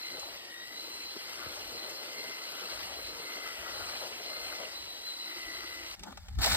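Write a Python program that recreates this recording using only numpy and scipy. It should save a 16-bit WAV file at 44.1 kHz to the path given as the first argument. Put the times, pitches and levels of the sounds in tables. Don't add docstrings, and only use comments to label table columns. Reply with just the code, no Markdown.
import sys
import numpy as np
from scipy import signal
from scipy.fft import rfft, irfft, next_fast_len
from scipy.io import wavfile
from scipy.ndimage import uniform_filter1d

SR = 44100
rng = np.random.default_rng(int(sys.argv[2]) if len(sys.argv) > 2 else 0)


def int16_out(signal):
    q = np.round(np.clip(np.atleast_2d(signal).T, -1, 1) * 32767)
    wavfile.write(sys.argv[1], SR, q.astype(np.int16))


N = 289296
T = np.arange(N) / SR
JUMP_S = 5.957
SCUFF_S, TOUCH_S, BITE_S = 6.08, 6.385, 6.408


def amp(db):
    return 10 ** (np.asarray(db) / 20)


def unit(x):
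    return x / np.sqrt(np.mean(x ** 2) + 1e-20)


def curves(rows):
    s, *columns = np.transpose(rows)
    return [np.interp(T, s, c) for c in columns]


def swell(s, peak_db, half_s):
    return amp(peak_db) ** 2 * np.exp(-((T - s) / half_s) ** 2)


def fade_in(s, rise_s):
    return np.clip((T - s) / rise_s, 0, 1)


def drift(rate):
    r = np.exp(-80 * np.pi * rate / SR)
    slow = signal.lfilter([1], [1, -2 * r, r * r], rng.standard_normal(N // 40 + 2002))[2000:]
    return np.interp(np.arange(N) / 40, np.arange(len(slow)), unit(slow))


def grains(per_s, spread_db):
    sizes = amp(spread_db * np.minimum(rng.exponential(1, N), 5)) * rng.choice([-1, 1], N)
    return unit(sizes * (rng.random(N) < per_s / SR) + 1e-9)


def bandpass(x, low_hz, high_hz, order):
    return signal.sosfilt(signal.butter(order, [low_hz, high_hz], "band", fs=SR, output="sos"), x)


def resonate(x, modes):
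    out = 0
    for k, (hz, width, level_db) in enumerate(modes):
        r = np.exp(-np.pi * width / SR)
        feedback = [1, -2 * r * np.cos(2 * np.pi * hz / SR), r * r]
        gain = (1 - r * r) / 2
        out = out + (-1) ** k * amp(level_db) * signal.lfilter([gain, 0, -gain], feedback, x)
    return out


def resonate_twice(x, modes):
    return resonate(resonate(x, modes), modes)


def colour(x, spectrum, patchy_db, rate):
    out, together = 0, drift(rate)
    edges = 110 * 2 ** np.arange(0, 7.6, .5)
    for k, (low, high) in enumerate(zip(edges, edges[1:])):
        flicker = amp(patchy_db * (0.24 * together + drift(rate)))
        out = out + (-1) ** k * bandpass(x, low, high, order=2) * flicker
    hz, level_db = np.transpose(spectrum)
    f = np.fft.rfftfreq(N, 1 / SR)
    shape = amp(np.interp(np.log(f + 1), np.log(hz), level_db))
    return unit(irfft(rfft(out) * shape, N))


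def puffs(events, decay_s):
    out, t = np.zeros(N + SR), np.arange(round(0.037 * SR)) / SR
    shape = np.e * t / decay_s * np.exp(-t / decay_s)
    for s, level_db, *_ in events:
        i = round(s * SR)
        out[i:i + len(t)] += amp(level_db) * rng.standard_normal(len(t)) * shape
    return out[:N]


def blows(events, decay_s, sharpness):
    out = np.zeros(N)
    for s, level_db, pitch_hz in events:
        i = round(s * SR)
        puff = puffs([(s, 0)], decay_s)[i:i + 4096]
        burst = resonate_twice(puff, [(pitch_hz, pitch_hz / sharpness, 0)])
        out[i:i + 4096] += amp(level_db) * burst / np.abs(burst).max()
    return out


# time in seconds,
# tooth pitch in Hz, level in dB of the tones about an octave above it.
MOTOR = [(0, 2045, -46.5), (.24, 2030, -46), (.34, 2008, -53), (.48, 1843, -62), (.6, 1900, -49),
         (.69, 1970, -60), (.79, 2017, -42.5), (.93, 2043, -48), (1.04, 2058, -43), (1.28, 2082, -56),
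         (1.65, 2085, -49.5), (1.83, 2060, -45), (2.0, 2084, -49), (2.1, 2102, -69), (2.17, 2101, -47),
         (2.32, 2059, -52), (2.47, 2044, -47), (2.51, 2070, -51), (2.72, 2070, -46), (2.87, 2053, -56),
         (2.93, 2037, -48), (3.08, 2050, -45.5), (3.16, 2060, -54), (3.28, 2085, -50), (3.38, 2063, -52),
         (3.55, 1993, -67), (3.68, 2000, -71), (3.71, 2035, -47), (3.96, 2056, -46.5), (4.15, 2020, -52),
         (4.38, 2096, -39.5), (4.5, 2080, -45), (4.7, 2022, -59), (4.76, 2022, -46), (4.93, 2007, -47.5),
         (5.07, 2025, -39), (5.22, 2013, -42.5), (5.36, 2029, -50), (5.41, 2030, -56), (5.5, 2039, -46.5),
         (5.67, 2011, -49), (5.95, 2023, -55)]
# time in seconds, peak in dB,
# half length in seconds.
RATTLE_SWELLS = [(0.05, -50, 0.11), (.63, -48.5, 0.13), (1.34, -55, 0.18), (2.3, -47, 0.14),
                 (3.37, -45.5, 0.17), (4.47, -50, 0.2), (5.56, -47, 0.27)]
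# vibrations per turn of the big wheel, group (0 below the tooth
# pitch, 1 around it, 2 an octave up, 3 higher), dB added to that group's level.
GEAR_TONES = [(34, 0, 0), (34, 1, -10), (35, 1, -2), (36, 1, -5), (68, 2, -16), (70, 2, 0), (71, 2, -11),
              (105, 3, -2), (140, 3, -6), (210, 3, -1), (245, 3, -9)]


def gear_whine():
    teeth = 35
    tooth_hz, octave_db = curves(MOTOR)
    group_levels = [amp(-61 + 4 * drift(1.47)),
                    np.sqrt(amp(-66) ** 2 + sum(swell(*lap) for lap in RATTLE_SWELLS)),
                    amp(octave_db),
                    amp(-60.5 + drift(6) - 5 * bogging())]
    wheel_angle = 2 * np.pi * np.cumsum(tooth_hz * (1 + .001 * drift(12))) / SR / teeth
    out = 0
    for per_turn, group, level_db in GEAR_TONES:
        rough = min(.25 + per_turn / 500, .6)
        flutter = np.sqrt(1 - rough ** 2) + rough * drift(150)
        wander_db = (3 if per_turn % teeth else 2) * drift(7)
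        tone = np.cos(per_turn * wheel_angle + .4 * drift(8))
        out = out + group_levels[group] * amp(level_db + wander_db) * flutter * tone
    return np.sqrt(2) * out


def bogging(free_hz=1990, slow_hz=1890):
    return np.clip((free_hz - curves(MOTOR)[0]) / (free_hz - slow_hz), 0, 1)


# frequency in Hz, relative level in dB.
HISS_SPECTRUM = [(150, -13.5), (1000, 2.5), (1750, -4), (2200, 3), (2900, 3), (3600, -1.5), (4800, 3.5),
                 (5900, -3), (6900, -11), (8300, -10), (11000, -16), (13200, -12), (14700, -18.5),
                 (15600, -30)]


def fan_hiss():
    stirring_db = uniform_filter1d(np.maximum(*curves(STIRRING)), round(0.29 * SR))
    level_db = -43 + 0.36 * (stirring_db - stirring_db.mean()) - bogging()
    air = rng.standard_normal(N) + 0.23 * grains(per_s=1500, spread_db=11)
    return amp(level_db) * colour(air, HISS_SPECTRUM, patchy_db=1.5, rate=11.7)


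def slosh():
    return amp(2.7 * drift(12)) * (grains(per_s=800, spread_db=3) + rng.standard_normal(N))


# time in seconds, relative levels in dB of the low and high sounds.
STIRRING = [(0, -59, -55), (.15, -46, -44), (.3, -49, -60), (.7, -57, -52), (.88, -50, -48),
            (1.1, -56, -50.5), (1.4, -51, -39.5), (1.75, -43.5, -50), (2.4, -48, -43), (2.8, -42.5, -38.5),
            (2.86, -40.5, -52), (3.05, -44.5, -50), (3.4, -47.5, -39), (3.62, -48.5, -46.5),
            (3.67, -45.5, -36.5), (3.85, -42, -39.5), (4.05, -39, -46), (4.16, -45, -53),
            (4.4, -42.5, -39.5), (4.66, -44.5, -40.5), (4.75, -52.5, -54), (5.0, -54.5, -58),
            (5.3, -52, -46.5), (5.7, -51.5, -47), (5.95, -59, -49)]
# pitch in Hz, width in Hz, gain in dB on each pass.
TUB_LOW_MODES = [(215, 116, -11), (303, 84, 0), (597, 210, 4.5)]
TUB_HIGH_MODES = [(1230, 400, 4), (1650, 600, 0)]


def churning(lumps):
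    low_db, high_db = curves(STIRRING)
    wet_mix = slosh()
    scrape = amp(2.3 * drift(12)) * (0.7 * grains(per_s=1500, spread_db=2.5) + rng.standard_normal(N))
    low = amp(-11.5) * unit(resonate_twice(lumps, TUB_LOW_MODES)) + amp(-3.5) * paddle_hollow(wet_mix)
    high = amp(-7.5) * unit(resonate_twice(scrape, TUB_HIGH_MODES))
    return amp(low_db) * low + amp(high_db) * high


# time in seconds, pitch in Hz, width of its ringing in Hz.
HOLLOW_PITCH = [(0, 500, 400), (.14, 352, 300), (.22, 714, 400), (.75, 407, 350), (1.5, 525.6, 298.5),
                (2.3, 478.4, 300), (2.6, 567.5, 199), (2.85, 763, 498), (3.1, 468.4, 220.3),
                (3.5, 517.7, 260.6), (4.0, 802, 497.4), (4.25, 527, 200), (4.55, 660, 139), (4.7, 524, 140),
                (4.8, 655.3, 402.4), (5.95, 618, 400)]


def paddle_hollow(wet_mix):
    pitch_hz, width_hz = curves(HOLLOW_PITCH)
    pitch_hz = pitch_hz * (1 + 0.059 * drift(4.9))
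    out, state = np.zeros(N), np.zeros(2)
    for i in range(0, N, 256):
        r = np.exp(-np.pi * width_hz[i] / SR)
        feedback = [1, -2 * r * np.cos(2 * np.pi * pitch_hz[i] / SR), r * r]
        gain = np.sqrt(1 - r * r)
        out[i:i + 256], state = signal.lfilter([gain, 0, -gain], feedback, wet_mix[i:i + 256], zi=state)
    return unit(out)


# time in seconds, level in dB.
WALL_RUB = [(0, -66), (.8, -60), (1.3, -63), (5.1, -67), (5.3, -56), (5.9, -62.5)]


def wall_note(lumps, pitch_hz=335, width_hz=30):
    return amp(curves(WALL_RUB)[0]) * unit(resonate(lumps, [(pitch_hz, width_hz, 0)]))


# time in seconds, level in dB on the right (the left gets 2 dB more).
WIND_LEVELS = [(0, -81), (.35, -65), (1.0, -78.5), (1.69, -65.5), (1.95, -79), (2.55, -84), (2.8, -61),
               (3.1, -61), (3.3, -76), (3.6, -62.5), (4.8, -67), (5.35, -80), (5.47, -60.5), (5.95, -67),
               (5.98, -58), (6.2, -51.5), (6.27, -53), (6.33, -41.5), (6.41, -33), (6.45, -45), (6.5, -39),
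               (6.56, -44)]


def breeze(thump_s=6.392, thump_hz=64):
    shared, left, right = rng.standard_normal((3, N))
    gusts = np.array([left + 1.2 * shared, right + 1.2 * shared]) * amp(4 * drift(10))
    rumble = unit(bandpass(gusts, 40, 95, order=3))
    flutter = unit(bandpass(gusts, 90, 200, order=4))
    wind = amp(curves(WIND_LEVELS)[0]) * unit(rumble + amp(-10.5) * flutter)
    delay_s = np.array([[0], [.0025]])
    phase = 2 * np.pi * thump_hz * (T - thump_s - delay_s)
    thump = np.sqrt(swell(thump_s, -28.5, half_s=.023)) * (np.sin(phase) + .3 * np.sin(2 * phase))
    return amp([[2], [0]]) * (wind + thump)


# start in seconds, peak level in dB, pitch in Hz.
PADDLE_KNOCKS = [(.144, -43, 317), (.179, -42, 420), (.228, -34, 750), (.874, -45, 501), (1.16, -35, 300),
                 (1.161, -35, 900), (1.459, -39, 500), (1.46, -40, 150), (1.574, -44, 516),
                 (2.723, -35, 696), (2.79, -37, 1644), (2.987, -36, 600), (3.368, -34, 581),
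                 (3.659, -44, 1390), (4.262, -39, 510), (5.641, -41, 350)]
GRIT_TICKS = [(0.1935, -33, 5670), (1.8926, -35, 5670)]


def knocks_and_ticks():
    knocks = blows(PADDLE_KNOCKS, decay_s=0.0028, sharpness=1.3)
    return knocks + blows(GRIT_TICKS, decay_s=0.004, sharpness=2)


def mixer():
    whine, hiss, lumps = gear_whine(), fan_hiss(), slosh()
    noises = hiss + churning(lumps) + wall_note(lumps) + knocks_and_ticks()
    return np.array([whine, noises]) * np.clip((JUMP_S - T) / 0.01, 0, 1)


# pitch in Hz, width in Hz, relative level in dB.
BLADE_MODES = [(562, 29, -6.5), (814, 100, 10), (1220, 145, 1.5), (1400, 210, -0.5)]
# frequency in Hz, relative level in dB.
RASP_SPECTRUM = [(300, -16), (1000, -4), (1750, -4.5), (2400, -1), (3100, -4), (3700, 1.5), (4800, 1),
                 (6800, -9), (9500, -11), (13200, -15), (15500, -6)]


def blade_scrape(stones, touch):
    scuff = swell(SCUFF_S, 0, half_s=0.034)
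    bite = fade_in(BITE_S, rise_s=.022)
    ring_level = amp(-65) + amp(-51) * scuff + amp(-41.5) * touch
    rasp_level = amp(-57.5) + amp(-60) * scuff + amp(-42) * touch + amp(-28) * bite
    ring = amp(2 * drift(30)) * unit(resonate(stones, BLADE_MODES))
    rasp = colour(stones, RASP_SPECTRUM, patchy_db=1.2, rate=30)
    return ring_level * ring + rasp_level * rasp


# start in seconds, relative level in dB, dB added for the bright part.
CRUNCHES = [(5.993, -53, 6.5), (6.033, -39, 1.5), (6.064, -46, -17), (6.122, -37, -13),
            (6.172, -36.5, -7.5), (6.246, -54, -14), (6.283, -42, -4.5)]


def gravel_crunch():
    dull = resonate(puffs(CRUNCHES, decay_s=0.0022), BLADE_MODES)
    crackle = puffs([(s, level_db + bright_db) for s, level_db, bright_db in CRUNCHES], decay_s=0.0025)
    bright = resonate(crackle, [(2700, 1500, 0), (5500, 4000, -4)])
    return amp(8) * dull + amp(9) * bright


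def tub_thud(stones, touch):
    level = amp(-51) * swell(SCUFF_S, 0, half_s=0.073) + amp(-46) * touch
    return level * unit(resonate_twice(stones, [(186, 130, 1), (333, 290, -2.5)]))


# start in seconds, peak level in dB, pitch in Hz.
STONE_STRIKES = [(6.387, -44, 895), (6.433, -30, 1420), (6.445, -26, 800), (6.465, -20, 766),
                 (6.512, -24.5, 1410)]


def shovel():
    touch = fade_in(TOUCH_S, rise_s=.003)
    stones = amp(1.5 * drift(60)) * grains(per_s=3000, spread_db=2.6) + .8 * rng.standard_normal(N)
    digging = blade_scrape(stones, touch) + gravel_crunch() + tub_thud(stones, touch)
    clanks = blows(STONE_STRIKES, decay_s=0.003, sharpness=4)
    return (digging + clanks) * fade_in(JUMP_S, rise_s=0.0034)


# frequency in Hz, how much louder the left is in dB, how far ahead its phase is in radians,
# how alike the two sides are from 0 to 1.
MIXER_STEREO = [(150, 0, 0, .5), (330, 0, .2, .93), (650, 9, .7, .9), (900, 13, 2.2, .5),
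                (1150, 8, 4.4, .9), (1750, 7, 5.3, .8), (2450, .5, 3.3, .88), (3000, 0, 4.2, .78),
                (4100, 1, 4.25, .8), (5600, 1, 3.2, .92), (7000, 0, 3.2, .98), (9000, 0, 6.3, .9),
                (11500, 0, 9.6, .99), (13700, 0, 12.6, .95), (15700, 0, 15.7, .97)]
SHOVEL_STEREO = [(150, 0.11, 6.9, .4), (523, 1.4, 6.9, 0.18), (830, 7.8, 7.85, 0.94), (1640, 1.5, 5, 0.74),
                 (2790, 0.36, 9.92, 0.83), (6600, 1.5, 10.05, 0.92), (14600, 0.11, 22.3, 1)]


def stereo(x, table, scattered=True):
    size = next_fast_len(N + 4096)
    f = np.fft.rfftfreq(size, 1 / SR)
    hz, *columns = np.transpose(table)
    softer_db, lead, alike = [np.interp(f, hz, c) for c in columns]
    alike = np.clip(alike, 0, 1) if scattered else 1
    echoes = rng.standard_normal((2, 1500)) * np.exp(-np.arange(1500) / 400)
    echoes = echoes / np.linalg.norm(echoes, axis=1, keepdims=True)
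    sway = 3 * drift(7)
    scatter = (rfft(x * [np.cos(sway), np.sin(sway)], size) * rfft(echoes, size)).sum(axis=0)
    right = alike * np.exp(-1j * lead) * rfft(x, size) + np.sqrt(1 - alike ** 2) * scatter
    return np.array([x, irfft(right * amp(-softer_db), size)[:N]])


def scene():
    whine, noises = mixer()
    direct = stereo(whine, MIXER_STEREO, scattered=False)
    return direct + stereo(noises, MIXER_STEREO) + stereo(shovel(), SHOVEL_STEREO) + breeze()


def record(dry):
    cutoff_hz = 15750
    return signal.sosfilt(signal.ellip(12, .3, 75, cutoff_hz, fs=SR, output="sos"), dry)


dry = scene()
out = record(dry)
int16_out(out)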